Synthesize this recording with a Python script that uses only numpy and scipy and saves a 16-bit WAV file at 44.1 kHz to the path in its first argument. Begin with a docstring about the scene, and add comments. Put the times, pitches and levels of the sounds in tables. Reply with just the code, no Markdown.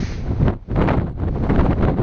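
"""An open hillside, where very strong wind buffets the microphone of a small camera.
Large eddies (swirls of air) rumble. As a gust grows, the flow tears into smaller ones,
so it gets louder, brighter and more ragged. The hardest eddies slap the microphone's opening.
A thin hiss of rushing air swells and fades behind it."""
import sys
import numpy as np
from scipy import signal
from scipy.fft import rfft, irfft
from scipy.io import wavfile
from scipy.ndimage import uniform_filter1d

SR = 44100
rng = np.random.default_rng(int(sys.argv[2]) if len(sys.argv) > 2 else 0)


def to_wav(s):
    """Save 16-bit WAV."""
    ch = np.atleast_2d(s).T  # columns
    pcm = np.round(np.clip(ch, -1, 1) * 32767)  # PCM
    wavfile.write(sys.argv[1], SR, pcm.astype(np.int16))


N = 89390


def undb(db):
    """Turn decibels into a number to multiply by."""
    return 10 ** (np.asarray(db) / 20)


def curve(rows):
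    """Join (time, value) points with straight lines and round the corners."""
    rows = np.array(rows)
    return uniform_filter1d(np.interp(np.arange(N) / SR, rows[:, 0], rows[:, 1]), size=180)


def at_pitch(rows, hz):
    """Read a (frequency, value) table at hz, with octaves evenly spaced."""
    rows = np.array(rows)
    return np.interp(np.log(np.maximum(hz, 1)), np.log(rows[:, 0]), rows[:, 1])


def noise(gain):
    """Noise of typical size 1; gain(f) says how strong each frequency is."""
    x = irfft(rfft(rng.standard_normal(N)) * gain(np.fft.rfftfreq(N, 1 / SR)), N)
    return x / x.std()


def waver(hz):
    """A random wobble of typical size 1, up to about hz times a second."""
    return noise(lambda f: f / (f + hz / 10) / (1 + (f / hz) ** 4))


def hiss():
    """Air rushing past makes a smooth hiss that gets duller as it fades."""
    # how loud the rushing air is (time [s], level [dB])
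    loudness = [(0, -37), (.07, -38), (.14, -40.5), (.24, -49), (.36, -52), (.47, -49), (.55, -76.5),
                (.64, -67), (.76, -54), (.92, -71), (1.0, -79.5), (1.15, -72), (1.29, -60.5), (1.33, -56.5),
                (1.42, -53.5), (1.6, -53.5), (1.78, -59), (1.95, -62), (2.03, -78)]
    # tone of the hiss (frequency [Hz], relative level [dB])
    tone = [(400, 0), (1000, 0.5), (1500, 0.5), (2200, 5.5), (2800, -3), (3400, -5), (4400, -1.5),
            (5500, -6), (6200, -3.5), (6600, -10), (7000, -30.5), (8000, -44.5)]
    treble_hz, full_treble_db, dulling = 4300, -41, 0.56
    air = noise(lambda f: undb(at_pitch(tone, f)))
    level_db = curve(loudness)
    low = signal.sosfiltfilt(signal.butter(2, treble_hz, fs=SR, output="sos"), air)
    treble_db = np.maximum(dulling * (level_db - full_treble_db), -5.5)
    return (low + undb(treble_db) * (air - low)) * undb(level_db)


def slaps():
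    """A hard eddy gives the microphone a sharp push or pull, wrapped in a moment of churning air."""
    # the hardest eddies (time [s], relative strength [dB], rise time [s])
    hard_eddies = [(0.033,-17,.0012),(.123,-21.5,0.00028),(0.306,-22,0.0011),(0.43,-6.5,0.0019),(0.461,-11,0.0026),(0.482,-6,0.00026),(0.715,-16.5,0.0016),(0.762,-10,0.00028),(.816,-8.5,.0005),(.823,-4,0.00028),(.826,-11,0.00045),(.858,-13,.0005),(0.876,-6.5,0.00044),(0.888,-2.5,0.0001),(0.894,-9,0.00018),(0.912,-10,0.00024),(0.936,-13.5,0.00043),(0.944,-20,0.00061),(0.986,-13,0.00023),(.999,-16,0.00032),(1.086,-42,0.00058),(1.223,-39,0.00056),(1.282,-27.5,0.00055),(1.498,-6,0.0011),(1.505,-6.5,0.001),(1.561,-8.5,0.00014),(1.592,-8.5,0.00029),(1.603,-17,0.00054),(1.609,0.5,0.00078),(1.656,-23.5,0.0012),(1.712,-6.5,0.00029),(1.731,-7,.0005),(1.827,-1,0.00098),(1.852,-6,0.0001)]
    spike_db, fall_share = 4, .4  # a slap falls faster than it rises
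    churn_db, churn_hz, churn_s = -18.5, 1050, 0.0019
    churn = noise(lambda f: f / churn_hz / (1 + (f / churn_hz) ** 2))
    push_or_pull = rng.choice([-1, 1], len(hard_eddies))
    t = np.arange(N) / SR
    spikes, churn_level = 0, 0
    for (peak_s, db, rise_s), sign in zip(hard_eddies, push_or_pull):
        gap_s = np.abs(t - peak_s)
        width_s = rise_s * np.where(t < peak_s, 1, fall_share)
        spikes += sign * undb(db) * np.exp(-gap_s / width_s)
        churn_level += undb(db) * np.exp(-gap_s / churn_s)
    pressure = undb(spike_db) * spikes + undb(churn_db) * churn_level * churn
    return signal.sosfilt(signal.butter(3, 2826, fs=SR, output="sos"), pressure)  # soften the treble


def buffeting():
    """Big eddies rumble, middle-sized ones roar, and small ones follow the gusts and flutter together."""
    # force of the gusts (time [s], level [dB])
    gusts = [(0,-37),(.03,-41),(.05,-51),(.12,-41.5),(.2,-45.5),(.285,-33.5),(.295,-35),(.315,-36),(.33,-38),(.38,-38.5),(.405,-29.5),(.44,-35.5),(.48,-21),(.505,-24),(.52,-37.5),(.535,-27.5),(.55,-46.5),(.62,-56.5),(.68,-56),(.69,-42.5),(.712,-33),(.745,-44),(.76,-25),(.795,-22),(.807,-21.5),(.824,-15),(.832,-25.5),(.85,-27),(.858,-32),(.868,-28.5),(.88,-16),(.892,-18.5),(.897,-25.5),(.905,-14),(.925,-26),(.94,-18),(.955,-24),(.972,-32),(.983,-16.5),(.992,-47),(1.012,-24.5),(1.055,-42.5),(1.074,-29),(1.09,-36.5),(1.14,-55),(1.2,-35),(1.214,-33),(1.236,-30),(1.255,-39),(1.285,-26.5),(1.305,-47),(1.36,-30.5),(1.39,-38),(1.43,-30),(1.458,-23.5),(1.482,-38.5),(1.497,-16.5),(1.52,-25.5),(1.56,-25),(1.575,-29.5),(1.59,-17),(1.612,-16),(1.625,-29),(1.648,-28),(1.658,-17.5),(1.68,-30.5),(1.713,-21.5),(1.733,-21.5),(1.745,-38.5),(1.775,-33),(1.785,-22.5),(1.8,-34),(1.812,-22),(1.822,-32.5),(1.832,-14.5),(1.852,-23),(1.862,-29),(1.893,-18.5),(1.92,-31.5),(1.945,-33),(1.96,-41),(1.985,-23),(2.005,-26.5),(2.03,-23)]
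    # rumble of the big eddies (time [s], level [dB])
    big_eddies = [(0,-23),(.25,-21.5),(.35,-24.5),(.43,-14.5),(.5,-25),(.56,-31),(.62,-35.5),(.67,-40),(.72,-23),(.78,-11.5),(.86,-22.5),(.98,-19),(1.06,-29.5),(1.14,-28.5),(1.21,-24.5),(1.28,-16),(1.34,-28.5),(1.42,-20.5),(1.5,-23.5),(1.6,-14.5),(1.66,-23.5),(1.71,-19.5),(1.76,-25.5),(1.84,-15),(1.92,-25.5),(2.03,-25)]
    # low roar of the middle-sized eddies (time [s], level [dB])
    middle_eddies = [(0,-22.5),(.03,-21),(.06,-38.5),(.28,-32),(.31,-17.5),(.35,-41),(.43,-16.5),(.48,-13.5),(.53,-27),(.58,-45),(.64,-61),(.71,-24),(.735,-34),(.79,-21),(.86,-25.5),(.94,-17.5),(1.03,-22),(1.14,-41.5),(1.22,-23.5),(1.28,-27.5),(1.33,-30),(1.37,-21),(1.48,-29),(1.497,-17.5),(1.62,-18.5),(1.72,-20),(1.76,-27),(1.85,-16),(1.95,-24.5),(2.02,-13.5)]
    # tone of the wind at the reference levels below (frequency [Hz], level in a 1 Hz slice [dB])
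    tone = [(15, -42), (28, -47), (50, -44), (80, -44), (125, -43.5), (230, -48), (400, -53), (700, -59.5),
            (1300, -69.5), (2200, -81), (3100, -89.5), (4200, -89), (4900, -104.5), (6300, -103),
            (7300, -112), (8000, -105)]
    # how fast the small eddies grow with the gust (frequency [Hz], growth [dB per dB])
    growth = [(350, .9), (800, 1.0), (1800, 1.02), (4000, 0.67), (8000, 0.56)]
    # how much the small eddies flutter (frequency [Hz], depth [dB])
    flutter_depth = [(200, 2), (600, 3), (1800, 2.5), (3500, 1), (7000, 5.2)]
    gust_reference_db, rumble_reference_db, roar_reference_db = -27.5, -25, -24
    tear_s, tear_from_db, tear_growth, tear_hz = 0.11, -28.5, 0.67, 1240
    rumble_top_hz, roar_top_hz = 119, 378
    gust_db = curve(gusts)
    rumble_db = curve(big_eddies) - rumble_reference_db
    roar_db = curve(middle_eddies) - roar_reference_db
    # a gust that stays strong tears the flow, and the treble jumps
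    lasting_db = uniform_filter1d(gust_db, int(tear_s * SR))
    tear_db = tear_growth * np.maximum(lasting_db - tear_from_db, 0)
    flutter = waver(hz=135)
    wind = 0
    for hz in 20 * 2 ** np.arange(0, 9, .5):  # bands of noise, half an octave apart
        band = noise(lambda f: np.cos(np.pi / 2 * np.clip(2 * np.log2((f + 1) / hz), -1, 1)))
        width_hz = hz * np.log(2) / 2
        rumble_share = 1 / (1 + (hz / rumble_top_hz) ** 4)
        roar_share = 1 / (1 + (hz / roar_top_hz) ** 4)
        blast_db = at_pitch(growth, hz) * (gust_db - gust_reference_db)
        blast_db += tear_db / (1 + (tear_hz / hz) ** 2)
        upper_db = roar_share * roar_db + (1 - roar_share) * blast_db
        upper_db += at_pitch(flutter_depth, hz) * flutter
        swell_db = rumble_share * rumble_db + (1 - rumble_share) * upper_db
        flicker_db = waver(hz=40)  # each band also flickers on its own
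        wind += band * undb(at_pitch(tone, hz) + swell_db + flicker_db) * np.sqrt(width_hz)
    return wind


def scene():
    """All of the wind at one microphone."""
    return (buffeting() + slaps() + hiss())[None]


def record(dry):
    """The microphone rounds off the biggest swings, and the recorder cuts the top treble."""
    ceiling, fade_s, top_hz = 0.58, .004, 8200
    rounded = ceiling * np.tanh(dry / ceiling)
    # the sound fades in and out briefly so its ends do not click
    samples_from_edge = np.minimum(np.arange(N), N - 130 - np.arange(N))
    fade = np.clip(samples_from_edge / (fade_s * SR), 0, 1)
    return signal.sosfilt(signal.ellip(8, .2, 80, top_hz, fs=SR, output="sos"), fade * rounded)


dry = scene()
out = record(dry)
to_wav(out)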